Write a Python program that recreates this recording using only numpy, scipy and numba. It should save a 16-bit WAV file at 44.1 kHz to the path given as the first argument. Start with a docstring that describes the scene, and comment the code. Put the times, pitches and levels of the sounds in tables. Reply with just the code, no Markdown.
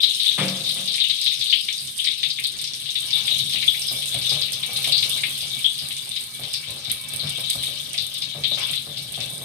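"""Whole spices fry in oil in a steel wok: steam bubbles burst as short damped tones that rise in pitch,
seeds pop and tap the steel, and oil spits in sprays of tiny cracks. A wooden spatula knocks, scrapes and rocks
the wok, which answers on its modes. Dull thuds from elsewhere in the kitchen and a soft tone come early on,
over a low murmur of fans and burner. Tiled walls add a short bright tail, heard by a phone with two unlike
microphone ports."""
import sys
import numpy as np
from scipy import signal
from scipy.fft import rfft, irfft
from scipy.io import wavfile
from numba import njit

SR = 44100
rng = np.random.default_rng(int(sys.argv[2]) if len(sys.argv) > 2 else 0)


def dump_mix(stems):
    """Bounce the given channels to the path in sys.argv[1] as a 16-bit WAV at rate SR."""
    frames = np.atleast_2d(stems).T  # one column per channel
    limited = np.clip(frames, -1, 1)  # hard clip at full scale
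    pcm = np.round(limited * 32767).astype(np.int16)
    wavfile.write(sys.argv[1], SR, pcm)


N = 416302

# Seeds bursting. Each row: start in seconds, relative level in dB, pitch in Hz, ring (60 dB decay) in cycles.
SEED_POPS = [(0.030, -8.5, 3770, 7.8), (0.197, -14.5, 4000, 7.2), (0.242, -11, 4540, 1.1),
             (0.26, -15, 3530, 8.8), (0.277, -17, 3460, 14), (0.311, -15.5, 3600, 4.6),
             (0.481, -11, 4930, 4.5), (0.52, -31, 3840, 8), (0.604, -27, 3850, 10), (0.639, -22, 4300, 8.3),
             (0.691, -12.5, 3960, 4.6), (0.875, -14, 4250, 6.6), (0.94, -10, 4430, 3.3),
             (0.977, -17.5, 2420, 7.4), (1.001, -12, 3630, 13), (1.039, -15, 2890, 13),
             (1.096, -10, 3640, 4.3), (1.213, -14, 4650, 10), (1.261, -8.5, 3600, 6),
             (1.313, -21.5, 2420, 9.9), (1.393, -19, 5260, 4.7), (1.409, -13.5, 4140, 4.7),
             (1.47, -21, 4100, 11), (1.497, -17, 4440, 19), (1.524, -7.5, 2920, 11),
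             (1.683, -9.5, 2600, 2.7), (1.727, -16, 5870, 6.7), (1.779, -21.5, 4700, 16),
             (1.987, -20, 3050, 14), (1.996, -21, 3250, 10), (2.043, -9, 4300, 3.8),
             (2.066, -15, 2150, 6.9), (2.07, -15, 3360, 8.2), (2.11, -20, 3930, 5.5), (2.184, -25, 3900, 8),
             (2.229, -6, 2950, 2.3), (2.301, -18, 4540, 13), (2.384, -14.5, 2300, 6.8),
             (2.439, -13, 4010, 7.3), (2.587, -18, 4800, 5), (2.64, -12.5, 5200, 4.8),
             (2.674, -17.5, 5130, 6.9), (2.734, -15.5, 5300, 6.2), (2.819, -30, 3800, 4.6),
             (2.856, -21, 3280, 4.1), (2.89, -22, 3870, 6.5), (2.904, -20, 5840, 6.9),
             (2.953, -13, 3430, 3.8), (3.02, -32, 3670, 5.7), (3.088, -38, 4000, 6.2),
             (3.105, -14, 4760, 5.9), (3.127, -19.5, 3560, 19), (3.173, -17, 3770, 4.7),
             (3.276, -9, 2860, 2.5), (3.304, -20, 3760, 19), (3.337, -18, 3200, 2.8),
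             (3.387, -17, 3500, 5.4), (3.494, -19.5, 3670, 4.4), (3.528, -11.5, 3720, 3.7),
             (3.556, -16, 2500, 8), (3.625, -8.5, 2250, 3.4), (3.677, -14, 3330, 33),
             (3.742, -17, 2180, 6.4), (3.818, -15.5, 5330, 14), (3.882, -17.5, 4970, 23),
             (3.966, -24, 5360, 19), (4.021, -18, 3250, 4.3), (4.081, -22, 6900, 32),
             (4.13, -19, 3420, 3.8), (4.142, -13.5, 3200, 2.5), (4.213, -16, 4340, 4.9),
             (4.242, -17.5, 3300, 4.6), (4.293, -12.5, 4660, 11), (4.325, -17, 4100, 4.6),
             (4.415, -11, 4240, 6.2), (4.481, -18, 2720, 2.7), (4.53, -13, 5200, 5),
             (4.63, -12.5, 3140, 2.7), (4.701, -22, 2580, 3), (4.728, -31, 3700, 6),
             (4.759, -15, 3950, 5.5), (4.842, -5.5, 2230, 1.5), (4.917, -23, 2670, 40),
             (4.921, -10, 4200, 16), (4.978, -11, 4630, 8.9), (5.025, -9, 3970, 3.1),
             (5.027, -25, 2670, 53), (5.097, -23, 5550, 6.8), (5.18, -19, 2070, 4.9),
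             (5.233, -3.5, 2180, 3.4), (5.262, -19, 1930, 1.7), (5.407, -19.5, 4600, 7.9),
             (5.541, -29, 3440, 4.1), (5.585, -27, 2560, 9.4), (5.642, -12.5, 3280, 33),
             (5.788, -19, 4750, 12), (5.905, -18, 2750, 3.5), (5.966, -15.5, 6040, 3.2),
             (6.07, -29, 3700, 4.4), (6.11, -22, 3800, 5.4), (6.16, -13, 3540, 2.4),
             (6.385, -31, 4300, 2.1), (6.434, -14.5, 3970, 2), (6.537, -13, 4880, 9.2),
             (6.629, -22, 2000, 3), (6.681, -27, 3480, 5.2), (6.7, -28, 3700, 2.9),
             (6.847, -17.5, 4500, 3.7), (6.897, -9.5, 4150, 1.8), (7.133, -25, 3070, 4.2),
             (7.194, -19.5, 3980, 13), (7.269, -20, 3120, 4.6), (7.496, -12, 4180, 3.3),
             (7.632, -8, 3660, 0.93), (7.941, -18.5, 2450, 5.4), (7.977, -11, 4440, 5.2),
             (8.146, -22.5, 3530, 2.7), (8.219, -14, 4500, 5.1), (8.436, -9.5, 3380, 5.1),
             (8.511, -20, 3740, 13), (8.571, -17, 2300, 2.4), (8.615, -25, 4770, 15),
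             (8.687, -17.5, 3400, 3.9), (8.73, -9, 3300, 1.2), (8.764, -20, 3520, 9),
             (8.971, -19.5, 4500, 7), (9.139, -20, 3400, 3.7), (9.203, -11.5, 4800, 2.7)]
# Spatula strokes, a knock that starts a scrape and rocks the wok. Each row: start in seconds, then relative
# levels in dB of the knock, the scrape, the low boom and the singing steel.
SPATULA_STROKES = [(1.799, -52, -64, -44.5, -60), (2.256, -52, -67, -48, -72), (2.659, -64, -68, -51, -73),
                   (3.149, -53, -62, -46, -46), (3.309, -42.5, -52, -42, -61), (3.399, -59, -63, -40, -66),
                   (3.54, -36, -55, -42, -63), (3.913, -34, -40.5, -40, -53),
                   (4.143, -32.5, -43, -35.5, -49), (4.316, -31.5, -37, -34, -44.5),
                   (4.687, -35, -40, -50, -63), (4.775, -44, -42, -47, -45.5), (4.87, -32.5, -40, -46, -51),
                   (5.056, -38.5, -44, -47, -51), (5.149, -46, -44, -41, -50), (5.28, -43, -55, -58, -54),
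                   (5.423, -45, -49, -44, -65), (5.555, -47, -59, -45, -53), (5.81, -57, -45, -43, -52),
                   (6.067, -41.5, -65, -55, -66), (6.392, -39, -38.5, -40, -51),
                   (6.469, -41, -59, -63, -62), (6.676, -46, -39.5, -41.5, -54),
                   (6.767, -44, -51, -54, -66), (6.874, -43, -51, -40, -50), (7.119, -50, -40, -38, -48),
                   (7.23, -39, -41, -33.5, -43), (7.38, -35.5, -55, -58, -47), (7.552, -37, -55, -38, -49),
                   (7.681, -41, -49, -48, -63), (7.948, -46, -58, -61, -69), (8.35, -38.5, -36, -35.5, -53),
                   (8.516, -33, -43, -55, -58), (8.572, -40, -42, -60, -36.5), (8.693, -41, -50, -43, -56),
                   (8.867, -38, -41, -44, -60), (8.969, -47, -56, -37.5, -69), (9.174, -37, -41, -37, -50),
                   (9.304, -53, -63, -40.5, -68), (9.415, -38, -56, -43, -55)]
# Modes of the steel wok. 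Each row: frequency in Hz, relative level in dB, 60 dB decay time in seconds.
WOK_MODES = [(134.24, -2.5, 0.12), (154, -9, 0.11), (282, -12, 0.078), (365, -11, 0.072),
             (438, -13.5, 0.11), (522.6, 1.5, 0.097), (660, 10.5, 0.058), (745, 0.5, 0.089),
             (817, -8, 0.078), (1035, -12, 0.14), (1194, -12.5, 0.12), (1270, -15, 0.1), (1374, -22, 0.21),
             (1551, -15, 0.049), (1868, -21, 0.31), (2290, -16, 0.085), (2630, -16.5, 0.14)]
TRAVEL_S = 0.0015  # from the oil to the phone


def undb(db):
    """Amplitude ratio of a level in dB."""
    return 10 ** (np.asarray(db) / 20)


def rms(x):
    """Root mean square, the effective amplitude."""
    return np.sqrt(np.mean(x ** 2))


def curves(table):
    """Columns of a table, interpolated linearly over the times in its first column."""
    s, *columns = np.transpose(table)
    return [np.interp(np.arange(N) / SR, s, c) for c in columns]


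def band(x, lo_hz, hi_hz):
    """Band-pass filter with maximally flat response."""
    return signal.sosfilt(signal.butter(2, [lo_hz, hi_hz], "bandpass", fs=SR, output="sos"), x)


def noise(lo_hz, hi_hz):
    """Band-limited Gaussian noise of unit effective amplitude."""
    x = band(rng.standard_normal(N), lo_hz, hi_hz)
    return x / rms(x)


@njit
def rings(n, at, hz, t60, size, glide):
    """Damped oscillators that swell over about a cycle; the pitch climbs by glide times itself over the ring."""
    out = np.zeros(n)
    for k in range(len(at)):
        start, span = int(at[k] * SR), int(t60[k] * SR) + 1
        state = size[k] + 0j
        step = np.exp(2j * np.pi * hz[k] / SR - np.log(1000) / span)  # turns and decays by 60 dB over span
        bend = np.exp(2j * np.pi * hz[k] / SR * glide / span)
        rest, swell = 1., np.exp(-hz[k] / SR)
        for i in range(start, min(n, start + span)):
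            out[i] += state.imag * (1 - rest)
            state, step, rest = state * step, step * bend, rest * swell
    return out


def ports(x):
    """Cavity resonance colours each port: a minimum-phase filter, from the folded cepstrum of its log gain."""
    # Each row: frequency in Hz, left gain in dB, right gain in dB.
    # The left cavity peaks low and cancels where the right one peaks.
    port_gains = [(90, -7, -8), (487, -4, -7), (946, -2.5, -10.5), (1660, 8.5, -3), (2090, 19.5, 7.5),
                  (2894, 19, 3), (3643, 30, 10.5), (4190, 24, 9.5), (5000, 16.5, 10.5), (7020, 0.5, 8),
                  (7620, -5, 11), (8580, -2.5, 23), (9900, -17.5, 16.5), (10770, 8, 13.5), (12100, 5, 12.5),
                  (14920, -3, 7), (16000, -39, -27)]
    hz, *db = np.transpose(port_gains)
    log_hz = np.log(np.maximum(np.fft.rfftfreq(2048, 1 / SR), 1))
    gain = undb([np.interp(log_hz, np.log(hz), d) for d in db])
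    cepstrum = irfft(np.log(gain))
    cepstrum[:, 1:1024] *= 2  # folding makes the response causal
    cepstrum[:, 1025:] = 0
    response = irfft(np.exp(rfft(cepstrum)))[:, :1024]
    return signal.fftconvolve(x * np.ones((2, 1)), response, axes=1)[:, :N]


def room(x):
    """Reverberation: a straight path plus exponentially dying echoes, other for each port, lumpy at first."""
    t60_s, middle_t60_s, treble_t60_s = 0.27, 0.11, 0.32  # the middle band dies soonest
    direct_db = (-16.5, -1.06)  # left, right, against the tail: the left port faces away
    t = np.arange(SR // 3) / SR
    steps = np.repeat(rng.standard_normal((2, len(t) // 50)), 50, axis=1)
    lumps = undb(3.5 * np.exp(-t / 0.03) * steps)
    onset = np.clip(t / 0.00028, 0, 1) ** 2 * (1 + 0.23 * np.exp(-t / 0.017))
    echoes = rng.standard_normal((2, len(t))) * lumps * onset
    high = signal.sosfilt(signal.butter(2, 6500, "highpass", fs=SR, output="sos"), echoes)
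    middle = band(echoes, 940, 2790)
    tail = (echoes - high - middle) * undb(-60 * t / t60_s)
    tail += high * undb(-60 * t / treble_t60_s)
    tail += middle * undb(-60 * t / middle_t60_s)
    tail /= np.sqrt(np.sum(tail ** 2, axis=1, keepdims=True))
    tail[:, 0] = undb(direct_db)
    return signal.fftconvolve(x * np.ones((2, 1)), tail, axes=1)[:, :N]


def hum():
    """Murmur of fans and burner: spectrally shaped noise that wavers, mostly coherent between the ports."""
    # Each row: frequency in Hz, relative spectral level in dB.
    murmur_spectrum = [(15, -61), (25, -2), (43, -6), (86, -8), (129, 3.5), (204, -7), (235, -1.5),
                       (266, -10), (559, -14.5), (1060, -26.5), (1700, -26), (2210, -36), (3740, -120)]
    hz, db = np.transpose(murmur_spectrum)
    log_hz = np.log(np.fft.rfftfreq(N, 1 / SR) + 1)
    gain = undb(np.interp(log_hz, np.log(hz), db, right=-120))
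    mid, side = irfft(rfft(rng.standard_normal((2, N))) * gain, N)
    both_ports = mid + 0.55 * side * np.array([[1], [-1]])
    return both_ports / rms(mid) * undb(-49.5 + 2.6 * noise(0.38, 9.5))


def hoot():
    """A faint pure tone under a Gaussian envelope, so it swells and fades."""
    peak_s, hz, half_s, relative_db = 0.075, 405, 0.045, -43
    t = np.arange(N) / SR
    return undb(relative_db) * np.exp(-((t - peak_s) / half_s) ** 2) * np.sin(2 * np.pi * hz * t)


def blows(events, modes, crack_db, crack_s, top_hz, split_hz, spread_db):
    """Modal excitation: each blow weights the modes anew, as beating close pairs, over a burst of contact noise."""
    s, db = np.transpose(events)[:2]
    hz, mode_db, t60 = (np.tile(c, len(s)) for c in np.transpose(modes))
    weight = rng.standard_normal((len(s), len(modes))).ravel()
    size = undb(np.repeat(db, len(modes)) + mode_db + spread_db * weight)
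    size = size * (-1.) ** np.arange(len(hz))  # neighbouring modes start in opposite sense
    split = split_hz * (0.5 + rng.random(len(hz)))
    at = np.tile(np.repeat(s, len(modes)), 2)
    ring = rings(N, at, np.r_[hz, hz + split], np.r_[t60, 0.7 * t60], np.r_[size, -0.6 * size], 0.0)
    hits = np.zeros(N)
    hits[(s * SR).astype(int)] = undb(db + crack_db)
    fade = signal.lfilter([1], [1, -undb(-60 / (crack_s * SR))], hits)  # falls 60 dB in crack_s
    return ring + fade * noise(170, top_hz)


def thuds():
    """Far blows: a long soft contact low-passes the force on low modes, and a dull diffuse wash follows."""
    # Each row: start in seconds, relative level in dB.
    thud_times = [(.379, -14.5), (0.761, -33)]
    # Each row: frequency in Hz, relative level in dB, 60 dB decay time in seconds.
    thud_modes = [(118.7, -7.5, 0.93), (146, -4, 0.87), (188, 1.5, 0.63), (234, -16, 0.93),
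                  (301, -11, 0.59), (393, -14, 1), (511, -10, 1), (543, -11, 1), (615, -24, 0.46),
                  (692, -11, 0.93), (929, -11, 0.3), (1217, -5, 0.25), (1420, -13, 0.34)]
    push = np.hanning(int(SR / 1100))
    blow = blows(thud_times, thud_modes, crack_db=-3.0, crack_s=0.52, top_hz=1810, split_hz=7.2, spread_db=0.5)
    blow = signal.fftconvolve(blow, push / push.sum())[:N]
    s, db = np.transpose(thud_times)
    t = np.arange(N) / SR - s[:, None]

    def wash(rise_s, t60_s):
        """Linear rise and exponential decay after each blow."""
        return np.sum(np.clip(t / rise_s, 0, 1) * undb(db[:, None] - 60 * np.abs(t) / t60_s), axis=0)

    slow = wash(0.0092, 1.15) * (undb(-12) * noise(113, 185) + undb(-14) * noise(160, 790))
    quick = wash(0.0085, 0.36) * undb(-15) * noise(450, 2850)
    return blow + slow + quick


def knocks():
    """Impact on a plate: wood is a soft striker, so only the lower wok modes and dull contact noise are heard."""
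    struck = blows(SPATULA_STROKES, WOK_MODES, crack_db=5.5, crack_s=0.071, top_hz=905,
                   split_hz=30.0, spread_db=4.0)
    return band(struck, 80, 1060)


def strokes(steady_db, peak_db, rise_s, fall_s):
    """Energy summation: each stroke lifts the gain of a steady layer by a pulse that rises and decays."""
    t = np.maximum(np.arange(N) / SR - np.transpose(SPATULA_STROKES)[0][:, None], 0)
    shape = (1 - np.exp(-t / rise_s)) * np.exp(-t / fall_s)
    lift = undb(peak_db)[:, None] * shape / shape.max()
    return np.sqrt(undb(steady_db) ** 2 + np.sum(lift ** 2, axis=0))


def stirring():
    """Friction drives resonance: rocking booms on the lowest mode, a grainy rub makes the upper modes sing."""
    # Steady rocking and rubbing under the strokes. Each row: time in seconds, then relative levels in dB
    # of the low boom, the scrape and the singing steel.
    steady_rub = [(0.9, -69, -94, -64), (2.95, -54, -57.5, -61.5), (3.05, -48.5, -51, -50.5),
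                  (3.51, -44.5, -52, -56.5), (3.93, -47.5, -50, -53), (4.3, -46, -44.5, -51.5),
                  (5.01, -44, -51.5, -50), (5.89, -52.5, -61, -58.5), (6.5, -53.5, -60, -54.5),
                  (7.2, -45, -50.5, -52), (8.04, -47.5, -50.5, -56.5), (8.63, -46, -53, -54.5),
                  (8.93, -51, -53, -58.5), (9.44, -39, -39, -55.5)]
    boom_db, scrape_db, sing_db = curves(steady_rub)
    stroke_scrape_db, stroke_boom_db, stroke_sing_db = np.transpose(SPATULA_STROKES)[2:]
    rocking = strokes(boom_db, stroke_boom_db, rise_s=0.016, fall_s=0.055)
    dragging = strokes(scrape_db, stroke_scrape_db, rise_s=0.009, fall_s=0.064)
    singing = strokes(sing_db, stroke_sing_db, rise_s=0.009, fall_s=0.059)
    boom_hz = WOK_MODES[0][0] + 8.4 * noise(1.7, 12.3)
    boom = np.sin(2 * np.pi * np.cumsum(boom_hz) / SR) + 0.52 * noise(66, 196)
    boom = boom * undb(1.8 * noise(0.47, 10.6))
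    grain = undb(2.7 * noise(10.0, 113))
    rub = band(noise(385, 775), 214, 870) * grain
    sing = np.zeros(N)
    for hz, db, t60 in WOK_MODES:
        if hz > 750:
            # each upper mode comes and goes as the blade moves over the bowl
            sing += noise(hz - 2.5 / t60, hz + 2.5 / t60) * undb(db + 3.0 * noise(1.2, 5))
    upper_rub = 0.61 * noise(770, 1710) * grain
    scrape = rub / rms(rub) * dragging + (sing / rms(sing) + upper_rub) * singing
    return boom / rms(boom) * rocking, scrape


def pings():
    """Selective resonance: each bursting seed taps the steel, which rings most in upper modes near its pitch."""
    s, db, hz = np.transpose(SEED_POPS)[:3, :, None]
    mode_hz, mode_db, t60 = np.transpose([m for m in WOK_MODES if m[0] > 1500])
    octaves_off = np.abs(np.log2(hz / mode_hz))
    weight_db = 3.74 * rng.standard_normal((len(s), len(t60)))
    size = undb(db - 19 + mode_db - 4.35 * octaves_off + weight_db)
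    at, ring_hz, ring_s = (v.ravel() for v in np.broadcast_arrays(s + TRAVEL_S, mode_hz, 0.47 * t60))
    return rings(N, at, ring_hz, ring_s, size.ravel(), 0.0)


def snaps():
    """Impulse cascade: a spit of oil is a crack and a spray of weaker, mostly brighter cracks that thins out."""
    # Sharp spits of oil. Each row: start in seconds, relative level in dB, centre frequency in Hz.
    oil_spits = [(0.153, -29, 9150), (0.559, -36, 8500), (0.858, -29, 8700), (0.968, -32, 8900),
                 (1.214, -27, 8640), (1.445, -28.5, 8600), (1.7968, -34, 7860), (1.6096, -29.5, 8610),
                 (1.9793, -25, 8100), (2.3992, -25, 8560), (2.438, -28, 8400), (2.4695, -25.5, 8500),
                 (2.615, -26, 8500), (3.0048, -30.5, 8500), (3.179, -27, 8640), (3.27, -26, 8800),
                 (3.3835, -25, 8940), (3.6655, -27, 9430), (3.87, -28, 8720), (3.7958, -26, 8900),
                 (4.027, -29, 8700), (4.077, -28, 8910), (4.144, -25.5, 8390), (4.1892, -28, 8900),
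                 (4.26, -27, 8820), (4.412, -30, 8500), (4.521, -24, 8450), (4.663, -26, 8570),
                 (4.843, -28, 8680), (4.8604, -37, 8700), (4.919, -27, 8800), (4.8738, -24, 8400),
                 (5.095, -19.5, 11300), (5.296, -28, 8790), (5.411, -29, 9400), (5.48, -32, 8720),
                 (5.5907, -28, 8650), (5.628, -31, 8830), (5.9844, -37, 8450), (5.887, -31, 8480),
                 (5.926, -30, 8250), (6.092, -28, 8560), (6.208, -29, 8300), (6.238, -29, 9100),
                 (6.5338, -25, 8590), (6.7054, -28, 8700), (6.9165, -19.5, 8640), (7.014, -27, 10500),
                 (7.0384, -34, 9500), (7.086, -25.5, 10500), (7.136, -26, 10500), (7.162, -20.5, 11300),
                 (7.294, -22, 8500), (7.345, -45, 8800), (7.375, -31, 8900), (7.406, -24, 11500),
                 (7.4609, -35, 12100), (7.501, -14.5, 10300), (7.631, -24.5, 8600), (7.6742, -28.5, 8530),
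                 (7.843, -38, 9500), (7.874, -35, 12500), (7.892, -32, 7950), (7.932, -29, 9200),
                 (8.023, -36, 10800), (8.0667, -28.5, 9700), (8.141, -29, 10200), (8.18, -27, 9300),
                 (8.596, -32, 8570), (8.6724, -31.5, 8890), (8.713, -26, 8640), (8.757, -29, 9240),
                 (8.819, -33, 8590), (9.0329, -38, 10900), (9.121, -26, 9600), (9.2575, -31, 8330),
                 (9.3356, -32, 9700)]
    s, db, hz = np.transpose(oil_spits)[:, :, None]
    lag, pitch = rng.random((len(s), 12, 2)).transpose(2, 0, 1)
    lag = 0.012 * lag ** 2 * (np.arange(lag.shape[1]) > 0)  # seconds; the first crack comes at once
    hz = np.minimum(hz * (0.75 + 0.7 * pitch), 15500)
    size = undb(db + 20.0 - 20 * np.sqrt(lag / 0.096))
    return rings(N, (s + lag).ravel(), hz.ravel(), (4 / hz).ravel(), size.ravel(), 0.0)


def bubbles(heard_db, count, lo_hz, hi_hz, cycles, spread_db, most_db):
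    """Bubble resonance: sizes spread evenly in log pitch burst at random, some louder, up to a limit."""
    when, pitch, size = rng.random((count, 3)).T
    hz = lo_hz * (hi_hz / lo_hz) ** pitch
    size_db = np.minimum(-spread_db * np.log(1 - size), most_db)
    x = rings(N, when * N / SR, hz, cycles / hz, undb(size_db) * np.sqrt(hz), 0.2)
    return x / rms(ports(x).mean(axis=0)) * undb(heard_db)  # level set as the ports colour it


def pops(table):
    """Impulsive release: a seed gives a rising tone, harder at its start the briefer it rings, and a husk crack."""
    s, db, hz, cycles = np.transpose(table)
    s, ring_s = s + TRAVEL_S, cycles / hz
    tone = rings(N, s, hz, ring_s, undb(db) * np.sqrt(0.0075 / ring_s), 0.15)
    crack = rings(N, s, np.full_like(s, 3400), np.full_like(s, 0.0012), undb(db - 6.5), 0.0)
    return tone + crack


def frying():
    """Superposed independent sources: bubbles, spitting and pops at spots of the wok, each with its own echoes."""
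    # Each row: time in seconds, bubbling level in dB, fine spitting level in dB, for all spots before the room.
    fry_levels = [(0.0, -24, -36.5), (0.21, -28.5, -38), (0.76, -31.5, -39.5), (1.18, -29.5, -43),
                  (1.57, -28, -43), (1.84, -38, -40.5), (2.02, -35.5, -39), (2.18, -31.5, -44),
                  (2.68, -39.5, -45), (2.92, -35, -42.5), (3.29, -27, -39.5), (4.13, -34.5, -39),
                  (4.34, -28.5, -42.5), (4.6, -35, -41.5), (4.89, -28, -38.5), (6.23, -39, -44.5),
                  (6.65, -36.5, -46), (7.15, -39.5, -47), (7.39, -30.5, -46.5), (7.57, -33, -43),
                  (8.47, -35.5, -48.5), (8.62, -28, -43.5), (8.75, -38, -47), (9.44, -40, -44)]
    # Finest, highest spitting. Each row: time in seconds, level in dB against the fine spitting.
    spray_levels = [(0, -20), (2.9, -29), (3.3, -4), (5.8, -8.5), (7.0, -5), (8.0, -6), (9.44, -5)]
    spots = 4
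    bubbling_db, spitting_db = np.array(curves(fry_levels)) - 10 * np.log10(spots)
    spitting_db = spitting_db + 2.7 * noise(4.6, 30.)  # comes in flurries
    spray_db = spitting_db + curves(spray_levels)[0]
    out = 0
    for spot in range(spots):
        oil = bubbles(bubbling_db, count=700, lo_hz=2588, hi_hz=6590, cycles=19.0, spread_db=5.5, most_db=10.5)
        oil += bubbles(spitting_db, count=1400, lo_hz=5530, hi_hz=15500, cycles=3.8, spread_db=4.0, most_db=15.0)
        oil += bubbles(spray_db, count=500, lo_hz=10700, hi_hz=16000, cycles=8.6, spread_db=6.5, most_db=22.0)
        source = oil + pops(SEED_POPS[spot::spots])
        out = out + room(band(band(source, 1300, 22000), 1300, 22000))
    return out


def scene():
    """Linear superposition of all sources, part through the room and part straight to the ports."""
    knock = knocks()
    boom, scrape = stirring()
    low = knock + scrape + hoot()
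    thud, spits = thuds(), snaps()
    echoed = room(0.3 * spits + pings() + 0.57 * low + 0.36 * thud + 0.38 * boom)
    # long waves reach both ports nearly alike, so much of the low sound skips the tail
    straight = 0.3 * low + 0.45 * thud + 1.57 * boom
    # the spits fly close by the right port
    near = spits * np.array([[0.05], [0.22]])
    return frying() + echoed + straight + hum() + near


def record(dry):
    """Transducer chain: arrival lag, port colour, bass cut, clipping near full scale and a steep top cut."""
    left_lag = 2  # samples by which the left port hears later
    late = np.array([np.r_[np.zeros(left_lag), dry[0, :-left_lag]], dry[1]])
    x = signal.sosfilt(signal.butter(2, 55, "highpass", fs=SR, output="sos"), ports(late))
    top_cut = signal.ellip(10, 0.2, 90, 16300, fs=SR, output="sos")
    return signal.sosfilt(top_cut, np.clip(x, -0.93, 0.93))


dry = scene()
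out = record(dry)
dump_mix(out)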